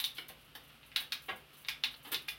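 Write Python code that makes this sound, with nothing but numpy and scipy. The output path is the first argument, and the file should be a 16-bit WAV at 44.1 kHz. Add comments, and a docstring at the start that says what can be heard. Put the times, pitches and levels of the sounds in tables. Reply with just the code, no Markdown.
"""In a small hard workshop, a bicycle on a stand is shifted while the crank is turned by hand.
The shift lever snaps: very short knocks, a low body and a brief ring of fading tones.
The chain clatters onto a cog and its links tick in the treble: runs of tiny random knocks, filtered.
The room adds reflections and a tail, over a faint whirr of random patter, low noise and a hum."""
import sys
import numpy as np
from scipy import signal
from scipy.fft import rfft, irfft
from scipy.io import wavfile
from scipy.ndimage import uniform_filter1d

SR = 44100
rng = np.random.default_rng(int(sys.argv[2]) if len(sys.argv) > 2 else 0)


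def to_wav(sig):
    """Store sig (one row per channel, or 1-D mono) as 16-bit WAV at the path in sys.argv[1].

    Samples outside -1..1 are clipped; the rate is SR.
    """
    pcm = np.clip(np.atleast_2d(sig), -1, 1) * 32767
    pcm = np.round(pcm).astype(np.int16)
    wavfile.write(sys.argv[1], SR, pcm.T)  # frames by channels


N = 105354  # length in samples


def amp(db):
    """Turn decibels into a plain multiplier."""
    return 10 ** (np.asarray(db) / 20)


def evened(x):
    """Scale a sound to an average (RMS) strength of 1."""
    return x / np.sqrt(np.mean(x ** 2) + 1e-20)


def read(points, hz):
    """Read a curve of (frequency, value) points, joined by straight lines over log frequency."""
    f, value = np.transpose(points)
    return np.interp(np.log(hz + 1), np.log(f + 1), value)


def add(mix, s, sound):
    """Lay a sound into the mix at s seconds, or at the start if s is negative."""
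    part = mix[max(round(s * SR), 0):][:len(sound)]
    part += sound[:len(part)]


def coloured(x, points):
    """Filter with the given spectrum, which drops 30 dB an octave past each end; filter energy is 1."""
    hz = np.fft.rfftfreq(4096, 1 / SR)
    low_end = (points[0][0] / 2, points[0][1] - 30)
    high_end = (points[-1][0] * 2, points[-1][1] - 30)
    log = np.log(amp(read([low_end] + list(points) + [high_end], hz)))
    # minimum phase: the filter answers at once, with nothing ahead of the sound
    both_sides = np.r_[log, log[-2:0:-1]]
    taps = np.fft.ifft(np.exp(np.conj(signal.hilbert(both_sides)))).real[:2048]
    return signal.oaconvolve(x, taps / np.linalg.norm(taps))[:len(x)]


def rattle(rise, length, per_s, spread_db):
    """Many tiny knocks of uneven strength over a little hiss, rising and then dying away."""
    t = np.arange(4000) / SR
    chance = rng.random(len(t))
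    strength = rng.exponential(1, len(t))
    hiss = rng.standard_normal(len(t))
    hits = chance < per_s / SR
    knocks = np.sign(hiss) * amp(spread_db * np.minimum(strength, 4)) * hits + 0.3 * hiss
    rising = np.minimum(t / max(rise, 1e-4), 1)
    dying = np.exp(-(t / np.clip(length, .001, .04)) ** 2)
    return evened(knocks) * rising * dying


def whirr():
    """Links running over teeth: a fine random patter whose level wavers a little."""
    # colour of the patter: f/Hz, level per Hz/dB
    patter_colour = [(900, -13.5), (1300, -3.5), (2000, -19), (2900, -2.5), (4200, -10.5), (7000, -24.5),
                     (9000, -20), (12000, -16), (16000, -22)]
    level_db, knocks_per_s = -63.5, 7000
    size = amp(1.0 * np.minimum(rng.exponential(1, N), 4))
    patter = size * (rng.random(N) < knocks_per_s / SR) * rng.choice([-1, 1], N)
    swell = evened(uniform_filter1d(uniform_filter1d(rng.standard_normal(N), 1500), 1500))
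    return amp(level_db + 0.8 * swell) * evened(coloured(patter, patter_colour))


def air():
    """Low room noise, a narrow band of rumble and a faint hum whose level wavers."""
    # colour of the room noise: f/Hz, level per Hz/dB
    noise_colour = [(20, -34), (40, -7), (80, -11.5), (130, -4), (200, -12), (260, -7), (330, -13.5),
                    (500, -11.5), (1000, -17.5), (3000, -12.5), (6000, -72)]
    noise_db, rumble_db, hum_db = -64, -73.5, -69.5  # the hum level is a peak, before its wavering
    rumble_hz, rumble_width_hz, hum_hz = 57, 14, 147.8
    hz, t = np.fft.rfftfreq(N, 1 / SR), np.arange(N) / SR
    noise = irfft(rfft(rng.standard_normal(N)) * amp(read(noise_colour, hz)) * (hz > 20), N)
    rumble_band = np.exp(-((hz - rumble_hz) / rumble_width_hz) ** 2)
    rumble = irfft(rfft(rng.standard_normal(N)) * rumble_band, N)
    waver = evened(uniform_filter1d(rng.standard_normal(N), 3000))
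    hum = amp(hum_db + 0.99 * waver) * np.sin(2 * np.pi * hum_hz * t)
    return amp(noise_db) * evened(noise) + amp(rumble_db) * evened(rumble) + hum


def lever():
    """A pawl touches, then snaps home: a very short knock, a low body knock, a frame thump and a ring."""
    # lever snaps: t/s, level/dB, knock f/Hz, dull part/dB, low body/dB (parts relative to the snap)
    snaps = [(.0015, -22.5, 3730, -15.5, -30.5), (.0425, -20, 3830, -18, -36),
             (.8315, -47.5, 2940, -10, -24), (0.918, -44.5, 3270, -2.5, -32),
             (.9620, -14.5, 3430, -14.5, -38.5), (1.1227, -22, 4220, -3, -36),
             (1.6491, -37, 3200, -11.5, -35), (1.6863, -17.5, 3910, -7, -34.5),
             (1.8385, -18, 3970, -5.5, -31), (2.1322, -29, 2970, -19, -21.5),
             (2.1456, -20.5, 4070, -8.5, -41), (2.2844, -33.5, 2330, 2, -32), (2.2869, -24, 3930, -16, -35)]
    # ringing tones of the lever: f/Hz, level before random spread/dB, time to fall 60 dB/s
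    lever_tones = [(1642, -9, 0.089), (2070, -8, 0.011), (2462, 5.5, 0.032), (2640, -22, 0.052),
                   (3063, 5.5, 0.011), (3464, 2.5, 0.045), (3670, -7, 0.017), (3700, -18, .015),
                   (3806, 13, 0.011), (4470, -8, 0.017), (5440, -21, 0.043), (9170, -34, 0.041)]
    touch_lead_s, touch_db = 0.001371, -16  # the pawl touches just before it snaps
    early_lead_s, early_db, early_hz = 0.00271, -32.5, 1980  # a faint dull knock arrives first
    snap_s, ring_db = 0.00015, -17.5
    dull_hz, crack_hz, crack_db = 2430, 5940, -16.5
    body_hz, body_s = (907, 1080), 0.0017
    thump_hz, thump_db, thump_s = 254.7, -49.5, 0.016  # the frame answers each snap
    centre_s = .001  # each puff is centred this long after its start

    out, t = np.zeros(N), np.arange(6000) / SR
    late = t - centre_s

    def puff(hz, s):
        """A few swings of a tone under a bell-shaped envelope of width s."""
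        return np.exp(-(late / s) ** 2 / 2) * np.sin(2 * np.pi * hz * late)

    def swell(s):
        """An envelope that peaks at 1 after s seconds, then dies away."""
        return (t / s) * np.exp(1 - t / s)

    body = sum(np.sin(2 * np.pi * f * t) for f in body_hz) * swell(body_s)
    thump = amp(thump_db) * np.sin(2 * np.pi * thump_hz * t) * swell(thump_s)
    ring_rise = np.minimum(t / 0.000855, 1) ** 2
    for s, db, hz, dull_db, body_db in snaps:
        phases = rng.random(len(lever_tones))
        spreads = rng.standard_normal(len(lever_tones))
        knock = puff(hz, snap_s)
        knock = knock + amp(dull_db) * puff(dull_hz, 1.53 * snap_s)
        knock = knock + amp(crack_db) * puff(crack_hz, 0.53 * snap_s)
        ring = np.zeros(len(t))
        for (f, tone_db, t60), phase, spread in zip(lever_tones, phases, spreads):
            # a snap with a stronger dull part also rings more in the lower tones
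            start_db = tone_db + 1.8 * spread + (dull_db + 4.5) * (f < 2700)
            ring += amp(start_db - 60 * t / t60) * np.sin(2 * np.pi * (f * t + phase))
        ring *= ring_rise
        at = s - centre_s
        add(out, at - early_lead_s, amp(db + early_db) * puff(early_hz, 0.001))
        add(out, at - touch_lead_s, amp(db + touch_db) * (knock + amp(ring_db + 8) * ring))
        add(out, at, amp(db) * (knock + thump + amp(body_db) * body + amp(ring_db) * ring))
    return out


def chain():
    """The chain drops onto a cog in a short clatter with a thud through the frame; links tick above it."""
    # chain landings: t/s, level before trim/dB, rise/s, length/s, low thud/dB, bright part/dB
    # (thud and bright part are relative to the clatter)
    landings = [(0.154, -59.5, 0.0022, 0.01, -20, 17.5), (0.169, -46.5, 0.0012, 0.0079, -28, 9.5),
                (0.182, -28, 0.0014, 0.0067, -17, -2), (0.288, -39.5, 0.0014, 0.0059, -17, 2.5),
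                (0.297, -42, 0.0026, 0.011, -3.5, -18), (0.551, -37.5, 0.00068, 0.0058, -14, 4),
                (0.697, -40.5, 0.0054, 0.0064, -13, -10), (1.002, -40, 0.0027, 0.015, -7.5, -16),
                (1.282, -27, 0.0059, 0.02, -9, -43), (1.529, -65, .002, 0.025, -18, 14),
                (1.939, -42, 0.0027, 0.0066, -20, 7), (2.047, -43, 0.002, 0.028, -8, -3.5),
                (2.078, -42, 0.0033, 0.0074, -4.5, -17), (2.109, -41.5, 0.0044, .006, -3, -1),
                (2.118, -30.5, 0.0027, .011, -6.5, 3), (2.278, -47, 0.002, 0.0074, -23, -2.5)]
    # links ticking on the jockey wheels: t/s, level before trim/dB, length (held to 0.04 at most)/s
    link_ticks = [(0.0004, -29, 0.0071), (0.0387, -32, 0.021), (0.1474, -45.5, 0.015),
                  (0.1714, -47.5, 0.036), (0.2838, -36, 0.0065), (0.38, -74, 0.017), (0.412, -56, 0.0081),
                  (0.445, -57, 0.018), (0.551, -41, 0.0079), (0.633, -54, 0.011), (0.676, -54.5, 0.014),
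                  (0.725, -64, 0.011), (0.862, -54, 0.017), (0.9603, -31, 0.0087), (1.002, -35.5, 0.011),
                  (1.12, -36.5, 0.016), (1.219, -49.5, 0.034), (1.257, -50.5, 0.024), (1.289, -55.5, 0.03),
                  (1.359, -49, 0.011), (1.53, -55.5, 0.028), (1.568, -51, 0.033), (1.613, -48.5, 0.0095),
                  (1.665, -51, 0.012), (1.684, -37, 0.017), (1.835, -41.5, 0.024), (1.909, -54, 0.043),
                  (1.9604, -53.5, 0.033), (2.03, -49, 0.014), (2.049, -49.5, 0.015), (2.072, -45.5, 0.012),
                  (2.117, -29.5, 0.016), (2.137, -38.5, 0.017), (2.217, -50.5, 0.013), (2.278, -41, 0.036)]
    # colours of the four parts: f/Hz, level per Hz/dB
    clatter_colour = [(410, -42.5), (700, -6.5), (2060, -2), (2520, -5.5), (3030, -1), (6390, -35.5),
                      (9000, -36), (11700, -44), (19800, -120)]
    thud_colour = [(100, -6.5), (220, 0), (400, -2), (900, -6.5), (1500, -10), (3000, -67)]
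    bright_colour = [(2000, -17.5), (3000, -4), (4000, -2.5), (5500, -16.5), (8000, -46)]
    tick_colour = [(3530, -50), (6000, -5.5), (6900, -13.5), (7520, -11), (9860, -0.5), (10700, 0.5),
                   (13800, 0), (16000, -1)]
    clatter_trim_db, tick_trim_db = -12, -11
    clatter, thud, bright, tick = np.zeros((4, N))
    for s, db, rise, length, thud_db, bright_db in landings:
        for part, part_db in ((clatter, 0), (thud, thud_db), (bright, bright_db)):
            level = amp(db + clatter_trim_db + part_db)
            add(part, s, level * rattle(rise, length, per_s=1500, spread_db=3.0))
    for s, db, length in link_ticks:
        add(tick, s, amp(db + tick_trim_db) * rattle(0.00058, length, per_s=5000, spread_db=0.83))
    out = coloured(clatter, clatter_colour) + coloured(thud, thud_colour)
    return out + coloured(bright, bright_colour) + coloured(tick, tick_colour)


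def shop(x):
    """A few strong reflections, plus five tails of sparse taps whose bands die at their own speed."""
    # strong reflections: delay/s, level/dB
    reflections = [(.0036, -10), (.0065, -6.5), (.0095, -12.5), (0.0129, -20), (.017, -17)]
    # how long the tail lasts: f/Hz, time to fall 60 dB/s
    tail_t60 = [(250, 0.56), (660, 0.34), (1740, 0.24), (4590, 0.23), (12100, 0.17)]
    # colour of the tail: f/Hz, level/dB
    tail_colour = [(300, -2), (2500, -1), (3600, -3.5), (4500, -5), (7000, -2.5), (12000, 0)]
    tail_db, tail_rise_s = 2, 0.0024

    # one tap, up or down, at a random place in every 10 samples
    taps = np.zeros((5, SR // 2))
    at = np.arange(0, SR // 2 - 10, 10) + rng.integers(0, 10, (5, SR // 20 - 1))
    np.put_along_axis(taps, at, rng.choice([-1., 1.], at.shape), 1)

    # colour the taps and fade each band
    hz, t, bands = signal.stft(taps, SR, nperseg=256)
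    fade_db = -60 * t / read(tail_t60, hz)[:, None]
    bands = bands * amp(read(tail_colour, hz)[:, None] + fade_db)
    tail = signal.istft(bands, SR, nperseg=256)[1]
    tail = tail * np.minimum(np.arange(tail.shape[1]) / SR / tail_rise_s, 1) ** 2

    # the feed to each tail swings at its own speed, so the mix of tails keeps changing
    swing_hz = np.arange(1, 6)[:, None] * 2 / 3
    swing = 2 * np.pi * swing_hz * np.arange(N) / SR + np.arange(5)[:, None]
    feeds = x * np.cos(swing) * np.sqrt(2 / 5)
    wet = signal.fftconvolve(feeds, tail, axes=1)[:, :N].sum(0)
    out = x + amp(tail_db) * wet / np.linalg.norm(tail[0])
    for s, db in reflections:
        add(out, s, amp(db) * x)
    return out


def scene():
    """Lever and chain sound in the room; the whirr and air are added without its echoes."""
    return (shop(lever() + chain()) + whirr() + air())[None]


def record(dry):
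    """Band limit of the recorder: a steep filter takes away the highest treble."""
    edge_hz = 16100
    taps = signal.firwin(511, edge_hz, window=("kaiser", 9), fs=SR)
    return signal.oaconvolve(dry, taps[None], "same")


dry = scene()
out = record(dry)
to_wav(out)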